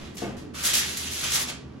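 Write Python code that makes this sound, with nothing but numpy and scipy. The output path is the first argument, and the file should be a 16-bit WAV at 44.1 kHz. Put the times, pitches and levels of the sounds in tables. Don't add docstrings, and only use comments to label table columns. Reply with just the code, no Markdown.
import sys
import numpy as np
from scipy import signal
from scipy.fft import rfft, irfft
from scipy.io import wavfile
from scipy.ndimage import uniform_filter1d

SR = 44100
rng = np.random.default_rng(int(sys.argv[2]) if len(sys.argv) > 2 else 0)


def dump_mix(stems):
    frames = np.atleast_2d(stems).T
    limited = np.clip(frames, -1, 1)
    pcm = np.round(limited * 32767).astype(np.int16)
    wavfile.write(sys.argv[1], SR, pcm)


N = 79380


def amp(db):
    return 10 ** (np.asarray(db) / 20)


def unit(x):
    return x / np.sqrt(np.mean(x ** 2) + 1e-20)


def read(points, hz):
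    f, value = np.transpose(points)
    return np.interp(np.log(hz + 1), np.log(f + 1), value)


def add(mix, start_s, sound):
    part = mix[max(round(start_s * SR), 0):][:len(sound)]
    part += sound[:len(part)]


TILT_PIVOT_HZ = 4500


def colour(x, spectrum, tilt_db=0, size=4096):
    hz = abs(np.fft.fftfreq(size, 1 / SR))
    octaves = np.log2(np.maximum(hz, 100) / TILT_PIVOT_HZ)
    gain = amp(read(spectrum, hz) + tilt_db * octaves)
    response = np.exp(np.conj(signal.hilbert(np.log(gain))))
    taps = np.fft.ifft(response).real[:size // 2]
    return signal.fftconvolve(x, taps / np.linalg.norm(taps))[:len(x)]


# pitch_hz, density_db (per Hz)
AIR_SPECTRUM = [(20, -25.5), (45, -15.5), (75, 5), (100, -11), (130, 0.5), (165, -2.5), (240, 0), (370, -4),
                (550, -14), (1100, -19.5), (2000, -25.5), (5000, -34.5), (9000, -44.5), (16000, -71)]
# pitch_hz, level_db (rms)
HUM_TONES = [(79, -55), (131, -53), (203, -58), (249, -55), (1152, -66)]
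AIR_DB = -43


def background():
    t = np.arange(N) / SR
    hum = sum(amp(db) * np.sqrt(2) * np.sin(2 * np.pi * (hz * t + rng.random())) for hz, db in HUM_TONES)
    gain = amp(read(AIR_SPECTRUM, np.fft.rfftfreq(N, 1 / SR)))
    air = [unit(irfft(rfft(noise) * gain, N)) for noise in rng.standard_normal((2, N))]
    return amp(AIR_DB) * np.array(air), hum


# pitch_hz, t60_s
ROOM_DECAY = [(150, 0.32), (1000, 0.37), (3500, .4), (8000, 0.29), (15000, 0.11)]


def room(x, count=3):
    noise = rng.standard_normal((count, SR * 2 // 3))
    hz, t, bands = signal.stft(noise, SR, nperseg=256)
    decay = amp(-60 * t / read(ROOM_DECAY, hz)[:, None])
    tails = signal.istft(bands * decay, SR)[1]
    tails *= np.minimum(np.arange(tails.shape[1]) / SR / 0.0013, 1)
    tails /= np.linalg.norm(tails, axis=1, keepdims=True)
    half_cycles = np.arange(N) / SR / .16 + np.arange(count)[:, None] / count
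    turns = np.cos(np.pi * half_cycles) * np.sqrt(2 / count)
    return signal.fftconvolve(x * turns, tails, axes=1).sum(0)[:N]


# start_s, rise_s, decay_s (to 1/e), level_db
THUMPS = [(.222, .01, .05, -44), (.29, .015, .055, -37), (.406, .018, .042, -35)]
# pitch_hz, density_db (per Hz)
THUMP_SPECTRUM = [(20, -29), (45, -14), (80, -10.5), (130, 4.5), (200, -30), (300, -4), (600, -20),
                  (2000, -68)]


def thumps():
    t, out = np.arange(SR // 2) / SR, np.zeros(N)
    for start_s, rise_s, decay_s, level_db in THUMPS:
        envelope = np.minimum(t / rise_s, 1) * np.exp(-np.maximum(t - rise_s, 0) / decay_s)
        puff = unit(colour(rng.standard_normal(len(t)), THUMP_SPECTRUM))
        add(out, start_s, amp(level_db) * envelope * puff)
    return out


# start_s, level_db (scales ring and thud), tilt_db (per octave)
KNOCKS = [(.219, -31, 0.5), (.268, -36.5, -6)]
# pitch_hz, level_db (relative, before tilt), t60_s
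KNOCK_MODES = [(137, -21, 0.23), (209, 11, 0.26), (244, -6, 0.76), (351.8, 11, 0.38), (450, 11, .16),
               (665, -25, .1), (688, 17, 0.05), (846, -1, 0.13), (1216, 1, 0.085)]
# pitch_hz, density_db (per Hz)
THUD_SPECTRUM = [(40, -8), (90, -15), (300, 5), (700, -2.5), (1200, -10.5), (3000, -17), (9000, -96)]
RING_DB, THUD_DB = -9, -2
THUD_DECAY_S, KNOCK_RISE_S = 0.091, 0.0013


def knocks():
    t, out = np.arange(SR // 2) / SR, np.zeros(N)
    pivot_hz = KNOCK_MODES[1][0]
    for start_s, level_db, tilt_db in KNOCKS:
        ring = np.zeros(len(t))
        for hz, mode_db, t60_s in KNOCK_MODES:
            gain = amp(mode_db + tilt_db * np.log2(hz / pivot_hz))
            decay = np.exp(-np.log(1000) * t / t60_s)
            ring += gain * decay * np.sin(2 * np.pi * (hz * t + rng.random()))
        puff = rng.standard_normal(len(t)) * np.exp(-t / THUD_DECAY_S)
        thud = colour(puff, THUD_SPECTRUM, tilt_db)
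        onset = np.minimum(t / KNOCK_RISE_S, 1)
        add(out, start_s, amp(level_db) * onset * (amp(RING_DB) * ring + amp(THUD_DB) * thud))
    return out


CLICKS_PER_S = 5000
SIZE_SPREAD_DB = 2.5
CLUMP_S, CLUMP_DB = 0.0042, -1.3
FACET_RING_S = 0.00093


def crackle(count=48):
    clumps = unit(uniform_filter1d(rng.standard_normal(N), max(int(CLUMP_S * SR), 1)))
    size_db = SIZE_SPREAD_DB * np.minimum(rng.exponential(1, N), 4) + CLUMP_DB * clumps
    sizes = amp(size_db) * rng.choice([-1, 1], N)
    at = np.flatnonzero(rng.random(N) < CLICKS_PER_S / SR)
    facet = rng.integers(0, count, N)[at]

    t = np.arange(SR // 300) / SR
    decay_s = FACET_RING_S * np.geomspace(.25, 2, count)[:, None]
    rings = rng.standard_normal((count, len(t))) * np.exp(-t / decay_s)
    rings /= np.linalg.norm(rings, axis=1, keepdims=True)

    places = at[:, None] + np.arange(len(t))
    clicks = sizes[at, None] * rings[facet]
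    shower = unit(np.bincount(places.ravel(), clicks.ravel(), N)[:N])
    return shower / np.sqrt(uniform_filter1d(shower ** 2, SR // 40) + 1e-6)


# time_s, level_db
RUSTLE = [(.76, -54), (.81, -38.5), (.89, -34.5), (.955, -39.5), (1.01, -34.5), (1.11, -40), (1.19, -33),
          (1.29, -33.5), (1.42, -32.5), (1.47, -63)]
# pitch_hz, density_db (per Hz)
FOIL_SPECTRUM = [(150, -25.5), (500, -15), (1000, -13), (1800, -6), (3200, -2), (4500, -1.5), (6000, -2),
                 (7600, -.5), (9000, -3.5), (10500, -6), (13000, -10.5), (15800, -16.5)]


def rustle():
    level_db = np.interp(np.arange(N) / SR, *np.transpose(RUSTLE), left=-120, right=-120)
    return colour(crackle() * amp(level_db), FOIL_SPECTRUM, tilt_db=-1.5)


# start_s, level_db (impulse before colouring)
SNAPS = [(.6568, -10), (.7437, -9), (.7727, -11), (.783, -14), (.974, -22), (1.238, -19), (1.3495, -15),
         (1.367, -15)]


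def snaps():
    out = np.zeros(N)
    for start_s, level_db in SNAPS:
        add(out, start_s, amp([level_db]))
    return colour(out, FOIL_SPECTRUM, tilt_db=-1.0)


def swell(start_s, rise_s, hold_s, release_s):
    t = np.arange(N) / SR - start_s
    return np.clip(t / rise_s, 0, 1) * np.exp(-np.maximum(t - rise_s - hold_s, 0) / release_s)


# start_s, rise_s, hold_s, release_s (to 1/e), level_db, pitch_hz
FLEXES = [(0.538, 0.0078, 0.094, .02, -46.5, 1300), (0.632, 0.011, 0.038, 0.04, -37, 1700),
          (0.752, 0.0076, 0.078, 0.013, -37.5, 1860), (0.724, .006, 0.068, 0.06, -34, 3700),
          (1.046, 0.026, 0.0078, 0.0068, -34, 3130), (1.222, 0.0088, 0.015, 0.049, -38, 1450),
          (1.231, 0.017, 0.016, 0.036, -33.5, 2830), (1.324, 0.027, 0.052, 0.024, -39, 1120),
          (1.49, 0.0083, 0.025, 0.0093, -49.5, 1400)]
# (per Hz, relative)
PANEL_SPECTRUM = [(.1, -14), (.35, -14), (.7, -5.5), (1.0, 0.5), (1.35, -5), (2.2, -5), (5, -36), (14, -41)]


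def flexes():
    shower, out = crackle(), np.zeros(N)
    for *shape, level_db, pitch_hz in FLEXES:
        clicks = swell(*shape) * np.roll(shower, rng.integers(N))
        out += amp(level_db) * colour(clicks, np.array(PANEL_SPECTRUM) * [pitch_hz, 1])
    return out


# start_s, rise_s, hold_s, release_s (to 1/e), level_db, tilt_db (per octave)
CRUMPLES = [(-.03, 0.014, 0.071, 0.06, -46, -7), (0.142, .005, 0.011, .008, -52, 5),
            (0.166, 0.0047, 0.015, 0.014, -39, -1.8), (0.198, 0.0044, 0.022, 0.049, -42.5, -4),
            (.367, 0.0023, 0.022, 0.032, -49.5, -3.5), (0.535, 0.019, 0.027, 0.013, -39.5, -2),
            (0.582, 0.0055, 0.038, 0.0091, -36.5, -1.5), (0.621, 0.036, 0.014, 0.015, -22.5, 1.5),
            (0.68, 0.0087, 0.014, 0.029, -27.5, -1.7), (0.729, 0.0095, 0.016, 0.021, -21.5, 0.7),
            (.768, 0.0026, 0.028, 0.0092, -25.5, 2.8), (0.878, 0.0044, 0.006, 0.0296, -38.5, -4.5),
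            (0.968, 0.0042, 0.0036, 0.0091, -28.5, 3), (1.109, 0.004, 0.027, 0.033, -35, 0.7),
            (1.236, 0.004, 0.0052, 0.0067, -28.5, -1.5), (1.29, 0.065, 0.005, 0.012, -23, 1),
            (1.388, 0.0076, 0.036, 0.006, -32.5, 4.5), (1.466, 0.022, 0.017, 0.0036, -33, -3.5)]


def crumples():
    shower, out = crackle(), np.zeros(N)
    for *shape, level_db, tilt_db in CRUMPLES:
        clicks = swell(*shape) * np.roll(shower, rng.integers(N))
        out += amp(level_db) * colour(clicks, FOIL_SPECTRUM, tilt_db)
    return out


# pitch_hz, likeness (0 to 1)
MIC_LIKENESS = [(60, .92), (130, .85), (250, .62), (500, .25), (1200, .36), (2500, .33), (3300, .45),
                (4800, .15), (6700, .25), (8500, .82), (10000, .7), (11600, .88), (12900, .65),
                (14300, .85), (15500, .6)]
# pitch_hz, lead_rad
MIC_LEAD = [(20, 0), (250, -.1), (600, -1.0), (1300, -.4), (2500, -1.7), (3300, -.4), (4500, -1.2),
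            (5400, -.3), (6500, .2), (7200, 2.2), (8800, 3.1), (11500, 6.2), (12200, 6.6), (14000, 9.3),
            (16000, 11.3)]
# pitch_hz, difference_db
MIC_BALANCE = [(60, -.9), (250, -2), (600, -3.3), (2000, -2.6), (4000, -1), (8000, .2), (15000, -.4)]


def microphones(pair):
    hz = np.fft.rfftfreq(2 * N, 1 / SR)
    first, second = rfft(pair, 2 * N)
    alike = np.clip(read(MIC_LIKENESS, hz), 0, 1)
    lean = amp(read(MIC_BALANCE, hz) / 2)
    blend = alike * first + np.sqrt(1 - alike ** 2) * second
    right = blend * np.exp(-1j * read(MIC_LEAD, hz))
    return irfft(np.array([first * lean, right / lean]))[:, :N]


DIRECT_DB, ROOM_DB, KNOCK_ROOM_DB = 0, -2.34, -5


def scene():
    air, hum = background()
    snap, bump, views = snaps(), knocks() + thumps(), []
    for side in range(2):
        foil = crumples() + flexes() + rustle()
        direct = amp(DIRECT_DB) * foil + (snap + bump) * (side == 0)
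        into_room = amp(ROOM_DB) * (foil + snap) + amp(KNOCK_ROOM_DB) * bump
        views.append(direct + room(into_room))
    return microphones(np.array(views) + air) + hum


EDGE_HZ = 15950


def record(dry):
    taps = signal.firwin(511, EDGE_HZ, window=("kaiser", 9), fs=SR)
    return signal.oaconvolve(dry, taps[None], "same")


dry = scene()
out = record(dry)
dump_mix(out)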